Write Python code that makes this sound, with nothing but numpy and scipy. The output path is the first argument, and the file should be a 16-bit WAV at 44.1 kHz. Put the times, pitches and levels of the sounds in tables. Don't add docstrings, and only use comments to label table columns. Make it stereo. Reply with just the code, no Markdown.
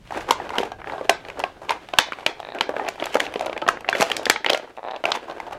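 import sys
import numpy as np
from scipy import signal
from scipy.fft import rfft, irfft, next_fast_len
from scipy.io import wavfile
from scipy.ndimage import map_coordinates

SR = 44100
rng = np.random.default_rng(int(sys.argv[2]) if len(sys.argv) > 2 else 0)


def unload_audio(sound):
    columns = np.transpose(np.atleast_2d(sound))
    steps = np.round(np.clip(columns, -1, 1) * 32767)
    wavfile.write(sys.argv[1], SR, steps.astype(np.int16))


N = 246078
RISE_S = .00035


def amp(db):
    return 10 ** (np.asarray(db) / 20)


def unit(x):
    return x / np.sqrt(np.mean(x ** 2) + 1e-20)


def along(points, hz):
    f, v = np.transpose(points)
    return np.interp(np.log(hz + 1e-9), np.log(f), v)


def curves(rows):
    s, *cols = np.transpose(rows)
    return [np.interp(np.arange(N) / SR, s, c) for c in cols]


def filtered(x, response):
    m = next_fast_len(x.shape[-1] + 8192)
    spectrum = rfft(x, m) * response(np.fft.rfftfreq(m, 1 / SR))
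    return irfft(spectrum, m)[..., :x.shape[-1]]


def noise(spectrum, shape):
    return unit(filtered(rng.standard_normal(shape), lambda hz: amp(along(spectrum, hz))))


def onset(t):
    return (1 - np.exp(-t / RISE_S)) ** 2


# (frequency [Hz], relative density [dB])
AIR_COLOUR = [(200, -3.5), (400, -1.5), (1700, -21), (5000, -21.5), (12000, -31.5), (16000, -39)]
# (time [s], level [dB])
RUMBLE_LEVEL = [(0, -48.5), (1.9, -55.5), (2.1, -60), (3.2, -56.5), (3.8, -55), (4.3, -54), (4.6, -81),
                (5.58, -53)]


def room_tone():
    rumble_colour = [(10, -31), (30, 4.0), (120, 1.5), (200, -3.0), (300, -20.0), (1000, -88.0)]
    rumble = noise(rumble_colour, (2, N))
    air = amp(-57.5) * noise(AIR_COLOUR, (2, N))
    return air + amp(curves(RUMBLE_LEVEL)[0]) * rumble


# (frequency [Hz], time to fall 60 dB [s])
ROOM_DECAY = [(200, 0.054), (600, 0.17), (3000, 0.33), (7000, 0.21), (12000, 0.071)]


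def room(x, delay):
    out, step = np.zeros((2, N + SR)), SR // 8
    for start in range(0, N, step):
        hz, t, z = signal.stft(rng.standard_normal((2, SR // 3)), SR, nperseg=256)
        decay = amp(-60 * t / along(ROOM_DECAY, hz)[:, None])
        tail = signal.istft(z * decay, SR, nperseg=256)[1]
        tail = tail / np.linalg.norm(tail[0])
        wet = signal.fftconvolve(x[:, start:start + step], tail, axes=1)
        out[:, start + round(delay * SR):][:, :wet.shape[1]] += wet
    return out[:, :N]


def slips(rate, spread_db):
    hit, size, sign = rng.random((3, N))
    return unit((hit < rate / SR) * amp(-spread_db * np.log(size + .02)) * np.sign(sign - .5))


# (time [s], relative creak level [dB], relative rustle level [dB])
GRIP_LEVELS = [(0.0, -100, -62), (0.16, -34, -36), (0.44, -41.5, -47.5), (0.63, -40.5, -40),
               (0.78, -44.5, -59), (0.97, -39.5, -38.5), (1.1, -45.5, -53), (1.4, -39, -44),
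               (1.58, -50.5, -55), (1.7, -48.5, -48), (2.01, -50, -46), (2.36, -44, -49),
               (2.47, -52.5, -51), (2.57, -39.5, -60), (2.72, -38, -50), (2.86, -37, -43.5),
               (2.96, -51, -47), (3.1, -39.5, -38.5), (3.24, -37, -43), (3.31, -39.5, -46),
               (3.42, -53, -46), (3.6, -43.5, -65), (3.82, -38.5, -62.5), (4.03, -36.5, -24.5),
               (4.15, -43.5, -44), (4.21, -36.5, -43), (4.25, -39, -44.5), (4.43, -43.5, -64),
               (4.53, -34, -44.5), (4.74, -62, -64), (4.9, -57, -59), (5.01, -51, -56), (5.08, -40, -44),
               (5.58, -46, -54)]
# (frequency [Hz], width [Hz], relative level [dB])
TRAY_MODES = [(353, 200, 9), (750, 390, 5.5), (1596, 240, 1), (2680, 2000, -15)]
# (frequency [Hz], relative density [dB])
RUSTLE_COLOUR = [(1000, -6), (2000, -5.5), (3000, -7), (5000, -18), (8000, -24), (12000, -32), (16000, -39)]


def fingers():
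    creak_db, rustle_db = curves(GRIP_LEVELS)
    drag = map_coordinates(rng.standard_normal(N * 40 // SR + 4), [np.arange(N) * 40 / SR])

    def tray_and_skin(f):
        tray = sum((-1) ** k * amp(db) * 1j * f * width / (centre ** 2 - f * f + 1j * f * width)
                   for k, (centre, width, db) in enumerate(TRAY_MODES))
        return tray / (1 + 1j * f / 3500) ** 2

    creak = filtered(slips(rate=600 * amp(3.3 * drag), spread_db=2.0), tray_and_skin)
    creak = unit(amp(3 * drag) * creak)
    tick_hits = np.abs(slips(rate=200 * amp(4.3 * drag), spread_db=8.0))
    ticks = np.convolve(tick_hits, np.hanning(130), "same")
    rustle = (unit(ticks) + 2.9) * noise(RUSTLE_COLOUR, (2, N))
    rustle = unit(amp(2.4 * drag) * rustle)
    return amp(creak_db + 5.0) * creak + amp(rustle_db - 2.5) * rustle


# (mean slope of the modes [dB per octave], slips as (time [s], relative level [dB]))
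RIM_SLIPS = [(-3, [(2.396, -30), (2.43, -25), (2.45, -24), (2.464, -38), (2.471, -27), (2.489, -23),
             (2.5035, -29), (2.522, -24)]), (-7.5, [(4.7761, -23.5), (4.784, -22), (4.793, -24),
             (4.831, -23), (4.8417, -23), (4.85, -19), (4.857, -27), (4.8646, -25), (4.87, -25),
             (4.876, -20), (4.886, -16.5), (4.894, -21), (4.9057, -23), (4.912, -24), (4.92, -20),
             (4.9355, -22), (4.942, -20), (4.9465, -22), (4.95, -33), (4.955, -23), (4.96, -26),
             (4.965, -43), (4.97, -25), (4.976, -36)])]
# (nominal frequency [Hz], relative level [dB], time to fall 60 dB [s])
RIM_MODES = [(724, 4.5, 0.0071), (1770, -9, 0.02), (2430, -3.5, 0.0083), (3810, -0.5, 0.0064)]


def rim():
    out, t = np.zeros(N), np.arange(1024) / SR
    hz, level_db, t60 = np.transpose(RIM_MODES)[:, :, None]
    octaves = np.log2(hz / hz[0])
    for slope_db, rows in RIM_SLIPS:
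        lots = rng.standard_normal((len(rows), 2, len(RIM_MODES), 1))
        for (s, db), (tilt, detune) in zip(rows, lots):
            mode_db = db + 6 + level_db + octaves * (slope_db + tilt)
            gain = amp(mode_db - 60 * t / t60) * onset(t)
            modes = gain * np.sin(2 * np.pi * hz * (1 + .03 * detune) * t)
            out[round((s - .001) * SR):][:len(t)] += np.sum(modes, axis=0)
    return out


# (first time [s], end time [s], gap [s], relative thump level [dB], swell [dB],
# crack over thump [dB], sizzle over thump [dB], hollow pitch [Hz], crack centre [Hz])
RATCHET_RUNS = [(0.8165, 0.905, 0.0277, -30, 8, 7, -18, 850, 1700)]


def ratchets():
    judder_s, judder_db = 0.0008, 1
    rows = []
    for first, last, gap, db, swell_db, *colour in RATCHET_RUNS:
        lot = rng.standard_normal((32, 2))
        for s, (late, size) in zip(np.arange(first, last, gap), lot):
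            swollen_db = db + swell_db * (s - first) / (last - first)
            rows.append((s + judder_s * late, swollen_db + judder_db * size, *colour))
    return rows


# (middle time [s], length [s], mean relative thump level [dB],
# mean crack over thump [dB], mean sizzle over thump [dB], nominal hollow pitch [Hz])
FOLDS = [(0.192, 0.08, -34.5, -9, -8, 856), (0.302, 0.045, -22.5, -10, -13.5, 977),
         (0.56, 0.054, -20.5, -12, -24, 883), (0.621, 0.083, -27.5, -1, -12, 430),
         (0.956, 0.086, -27.5, -24, -38, 702), (1.635, 0.039, -33, -17, -20, 762),
         (1.708, 0.05, -21.5, -4.5, -22, 883), (2.864, 0.059, -27, -8, -40, 714),
         (3.134, 0.026, -51, 19, 8, 765), (3.231, 0.062, -28.5, -1, -10.5, 756),
         (3.424, 0.053, -25, -10, -33, 592), (3.989, 0.054, -35, 6.5, 4.5, 595),
         (5.096, 0.041, -23.5, -9, -23, 702), (5.15, 0.024, -29.5, 3, -11, 867),
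         (5.303, 0.05, -30.5, -13.5, -24, 715), (5.499, 0.071, -28.5, -10, -20, 750)]


def crinkles():
    flurry, crack_hz = 18, 2480
    spread_db, spread_pitch = 2.5, 0.12
    rows = [(s + length * (u - .5), *rest) for s, length, *rest in FOLDS for u in rng.random(flurry)]
    s, *levels, hollow_hz = np.transpose(rows)
    lot = rng.standard_normal((len(rows), 5)).T
    pitch = np.array([hollow_hz, np.full(len(s), crack_hz)]) * np.exp(spread_pitch * lot[3:])
    return list(np.vstack([s + .001, levels + spread_db * lot[:3], pitch]).T)


# (peak time [s], relative thump level [dB], crack over thump [dB],
# sizzle over thump [dB], pitch of the bent hollow [Hz], crack centre [Hz])
SHEET_BUCKLES = [(0.108, -17, -6, -19, 700, 1950), (0.123, -19, -16, -14, 854, 1880.0),
                 (0.148, -23, 2.5, -22, 1050, 1750.0), (0.21, -49.5, 29, -17, 830, 2030),
                 (0.297, -20, -18, -21, 990, 1690), (0.309, -3, -3.5, -2, 955, 3360),
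                 (0.401, -17.5, -5, -28, 805, 1650.0), (0.493, -19.5, -1, -12, 726, 2550),
                 (0.505, -16, -6.5, -16.5, 954, 1950), (0.584, -5.5, 0.5, -13, 430, 2900),
                 (0.603, -8.5, -14, -27, 420, 1880.0), (0.613, -24, -10, -23, 407, 2000),
                 (0.632, -12, -6.5, -23, 770, 1720), (0.719, -17.5, -9.5, -17, 737, 3080),
                 (0.879, -26, -22, -41, 743, 4300), (0.922, -22.5, -7, -62, 870, 3950),
                 (0.936, -14, -22, -39, 740, 2090.0), (0.981, -14.5, -18, -36, 710, 3500),
                 (1.012, -15.5, -13, -24, 525, 1860.0), (1.0942, -30, 18, 5, 860, 2900),
                 (1.0955, 4.5, -2.5, -10.5, 697, 2400), (1.0975, -17, -16, 8.5, 600, 2550),
                 (1.251, -29, 5.5, -28, 800, 2500), (1.286, -29.5, 7.5, -5, 763, 2400),
                 (1.301, -24, 5, -11, 995, 2230), (1.373, -22, -19, -32, 775, 2190.0),
                 (1.394, -18.5, -12, -2.5, 560, 2200.0), (1.401, -12.5, -6, -16, 906, 2600),
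                 (1.439, -5, -2.5, -21, 721, 2390), (1.694, -16, 8, -13, 1093, 2900),
                 (1.707, -9.5, -14, -5.5, 954, 2620.0), (1.731, -35, -8, -30, 730, 2170),
                 (1.888, -26.5, 0.5, -7.5, 800, 2850), (1.937, -11.5, -1, -20, 683, 2900),
                 (1.933, -31.5, 0, -26, 665, 2020), (1.975, -20, -14, -25, 750, 2000),
                 (1.982, -42, 14, 0, 800, 3000), (1.9875, -5, 9, -7, 772, 1600),
                 (1.987, -1.5, 9, -1, 882, 3270), (2.087, -22, -4, -30, 654, 2000),
                 (2.122, -25, 15, -7.5, 1180, 1580), (2.133, -24, 6.5, -26, 990, 2830),
                 (2.187, -24.5, 1, -32, 750, 1850), (2.208, -33, 5, -28, 780, 2530),
                 (2.231, -25, -6, -30, 980, 1920), (2.264, -7.5, 7.5, -6, 597, 2900),
                 (2.402, -22.5, -1.5, -11, 750, 3240), (2.549, -21, -3, -11, 717, 2120),
                 (2.587, -25.5, 7.5, -8, 690, 2600), (2.61, -6, 4.5, -11.5, 914, 2960),
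                 (2.693, -10, -6, -17, 520, 1800), (2.741, -20.5, -10, -34, 620, 1890.0),
                 (2.766, -10, -5, -27, 567, 2120), (2.797, -9, -10.5, -32, 827, 2010.0),
                 (2.866, -17, -6, -30, 720, 2220), (2.88, -22.5, 6, -28, 760, 2320),
                 (2.887, -13, 1, -2, 680, 2320), (2.958, -29, 0, -9, 634, 2410),
                 (2.981, -25, -14, -27, 850, 2000), (3.0, -20, 3, -29, 670, 3200),
                 (3.025, -8.5, -3, -29, 612, 1830), (3.041, -31.5, 16, 7, 780, 2550),
                 (3.057, -18.5, -5, 2, 650, 2570), (3.068, -17, 0, -18, 840, 2140.0),
                 (3.145, -34.5, 21.5, 18, 1090, 2740), (3.155, -1, -6.5, -21.5, 535, 1650),
                 (3.169, -10.5, -1.5, -14, 860, 1790), (3.199, -17.5, 1, -3.5, 850, 2500),
                 (3.203, -26, 23.5, 11, 1040, 2300), (3.252, -37, 12, -15, 785, 2800),
                 (3.266, -23, 8, -21, 636, 2660), (3.325, -28, -13, -23, 610, 1800),
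                 (3.34, -15.5, -2, -11, 696, 2660), (3.359, -12.5, -3, -32, 448, 2640),
                 (3.395, -19, 0, -8.5, 680, 3030), (3.41, -13, -6, -10, 710, 2460),
                 (3.425, -22, -1, -15, 557, 2160), (3.461, -17, -13, -6, 680, 3000),
                 (3.481, -21, -5, -28, 570, 1700), (3.466, -12, -5, -22, 644, 2840),
                 (3.497, -13.5, -9, -27.5, 563, 2320), (3.53, -16.5, -1, -17, 730, 2620),
                 (3.566, -15.5, -2, -27, 552, 1910.0), (3.578, -26, 11.5, -5.5, 920, 2500),
                 (3.618, -19, 1, -19.5, 700, 3080), (3.623, -6, -15, -34, 587, 2380),
                 (3.666, -12.5, 0, -33, 450, 1750), (3.679, -6.5, -7, -14, 700, 3300),
                 (3.688, -5.5, 8, -4, 1275, 1430), (3.772, -22.5, 4.5, -21, 474, 1710),
                 (3.808, -31, 2, -1.5, 880, 2510), (3.88, -30, 12, -20, 690, 1970),
                 (3.897, -30.5, -9, 13, 800, 3000), (3.96, -22, -6, -5, 725, 2500),
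                 (4.004, -9.5, -14, -44, 177, 2020), (3.847, -31.5, 14.5, -27, 660, 1610),
                 (3.889, -10, 8, -19.5, 716, 2700), (3.929, -9, -1.5, -15.5, 1564, 1650),
                 (3.952, -11.5, 4.5, -15, 530, 2050), (4.001, -8, -6, -14, 410, 1980),
                 (4.009, -14.5, 6.5, 6.5, 1110, 1540), (4.019, -6.5, 1, -4.5, 827, 2140),
                 (4.026, -5, -3.5, -3, 673, 2450), (4.1005, -20.5, 7.5, 0, 804, 2880),
                 (4.108, -14, -5, -37, 480, 1800), (4.117, -21, 17.5, 3.5, 780, 2860),
                 (4.167, -33, 20, 22, 700.0, 4970), (4.196, -17, -21, -21, 607, 1920.0),
                 (4.214, -24, -10, -38, 720, 1800), (4.232, -27, -3, -2, 710, 3000),
                 (4.256, -29.5, 22, 15.5, 1120, 3680), (4.267, -8.5, 2, -37, 480, 1940),
                 (4.299, -14, 19, 15.5, 790, 2250), (4.31, -35.5, 28, -16, 830, 1910),
                 (4.406, -24.5, -11, -30, 405, 2000), (4.361, -11.5, 3.5, -32, 852, 1970),
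                 (4.446, -18, 12.5, -9, 916, 2110), (4.463, -13, 9.5, -17, 860, 2560.0),
                 (4.487, -36.5, 25, -25, 930, 2280), (4.497, -21, 16, -23, 1140, 3000),
                 (4.501, -8, 6, -1, 585, 2720), (4.533, -8.5, 3, -8, 508, 3360),
                 (4.547, -11, 4, -9.5, 634, 2250), (4.575, -22.5, 2, 0.5, 645, 2180),
                 (4.598, -19.5, -8, -31, 579, 2000), (4.769, -43.5, 11, 2, 810, 2470),
                 (4.884, -28, 3.5, -26, 734, 2400), (4.676, -28.5, -23.5, -29, 883, 1768),
                 (4.911, -34.5, 11.5, -30, 740, 3300), (4.963, -23, 2, -19, 585, 3000),
                 (5.04, -8, -5, -19, 632, 2350), (5.055, -8.5, 5, -10.5, 698, 2460),
                 (5.09, -15, -10, -38, 684, 2300.0), (5.119, -18.5, 15, -10, 876, 3400),
                 (5.153, -15.5, -10, -17, 870, 2340), (5.299, -16.5, -10, -23, 696, 2800),
                 (5.312, -27, 1, -18.5, 730, 3440), (5.383, -31, -2, -13, 890, 2540),
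                 (5.552, -25.5, -24, -32, 590, 2000), (5.402, -22, 5.5, -7, 887, 1800),
                 (5.467, -28, -5, -35, 810, 3050)]
# (multiple of its pitch, mean relative level [dB], relative decay time)
HOLLOW_MODES = [(1, 5, 0.0075), (1.5, -11, 0.027), (2.2, -17, 0.046), (.58, -9.5, 0.022), (.25, -20, 0.035)]
# (multiple of its centre, relative density [dB])
CRACK_COLOUR = [(.3, -2), (.6, -2.5), (1, 8.5), (1.6, -6.5), (2.5, -21.5), (4, -66)]
# (frequency [Hz], relative density [dB])
SIZZLE_COLOUR = [(3000, 1.5), (5000, 1), (6300, 0.5), (9000, -7.5), (12000, -9), (16000, -25.5)]


def buckles():
    out, walls, t = np.zeros((2, N + SR)), np.zeros(N + SR), np.arange(2048) / SR
    sizzle, grid = noise(SIZZLE_COLOUR, out.shape), np.fft.rfftfreq(len(t), 1 / SR)
    events = list(SHEET_BUCKLES) + crinkles() + ratchets()
    scatter = rng.standard_normal((len(events), len(HOLLOW_MODES)))
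    white = rng.standard_normal((len(events), 2, len(t)))

    def burst(rise, t60):
        shape = (1 - np.exp(-t / rise)) ** 2 * amp(-60 * t / t60)
        return shape / shape.max()

    def pulse(gain):
        return np.roll(irfft(gain / np.sqrt(np.mean(gain ** 2))), 128)

    def steady(x):
        return x / np.sqrt(np.mean(x[:, 20:130] ** 2, axis=1, keepdims=True))

    shiver = amp(-20) * burst(0.0015, 0.05)
    sizzle_pulse = pulse(amp(along(SIZZLE_COLOUR, grid) - 80 * (grid < SIZZLE_COLOUR[0][0])))
    for (s, db, crack_db, sizzle_db, hz, crack_hz), lot, tear in zip(events, scatter, white):
        start = round((s - .001) * SR)
        at = slice(start, start + len(t))
        long = amp(0.061 * (db + max(crack_db, 0) + 19))
        ring = np.zeros(len(t))
        for (multiple, level, decay), vary in zip(HOLLOW_MODES, amp(2.5 * lot)):
            mode = np.sin(2 * np.pi * multiple * hz * t)
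            ring += vary * amp(level) * burst(RISE_S, long * decay * 1.89) * mode
        thump = amp(db - 6.0) * ring

        snap = onset(t) * amp(-60 * (t / (long * 0.0071)) ** 2)
        crack_gain, sizzle_gain = amp(db + crack_db - 7.0), amp(db + sizzle_db - 7.5)
        torn = steady(irfft(rfft(tear) * amp(along(CRACK_COLOUR, grid / crack_hz))))
        crease = crack_gain * (snap + shiver) * torn
        crease = crease + sizzle_gain * (snap + amp(-0.5) * shiver) * steady(sizzle[:, at])
        out[:, at] += thump + crease

        wide_crack = np.sqrt(amp(along(CRACK_COLOUR, grid / (0.75 * crack_hz))))
        smooth = crack_gain * pulse(wide_crack) + sizzle_gain * sizzle_pulse
        walls[at] += amp(0.5) * thump + amp(-4.5) * np.linalg.norm(snap) * smooth + crease[0] / 4
    return out[:, :N], walls[:N]


def radiated(x):
    bass_cut_hz = 172
    return filtered(x, lambda hz: (1j * hz / (1j * hz + bass_cut_hz)) ** 3)


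# (frequency [Hz], gain of the difference signal [dB])
PORT_DIFFERENCE = [(70, -36), (160, -13), (600, -35), (1500, -18), (3000, -13.5), (6000, -9.5), (10000, -4)]


def scene():
    near, walls = buckles()
    skin = fingers() + rim()
    direct = radiated(near + skin)
    reflected = amp(-12.0) * room(radiated(walls + skin), delay=0.008)
    mid, side = direct + reflected + room_tone()
    side = filtered(side, lambda hz: 1j * amp(along(PORT_DIFFERENCE, hz)))
    return np.array([mid + side, mid - side])


def record(dry):
    top_hz = 16300
    clipped = dry / (1 + np.abs(dry) ** 8) ** (1 / 8)
    return filtered(clipped, lambda hz: hz < top_hz)


dry = scene()
out = record(dry)
unload_audio(out)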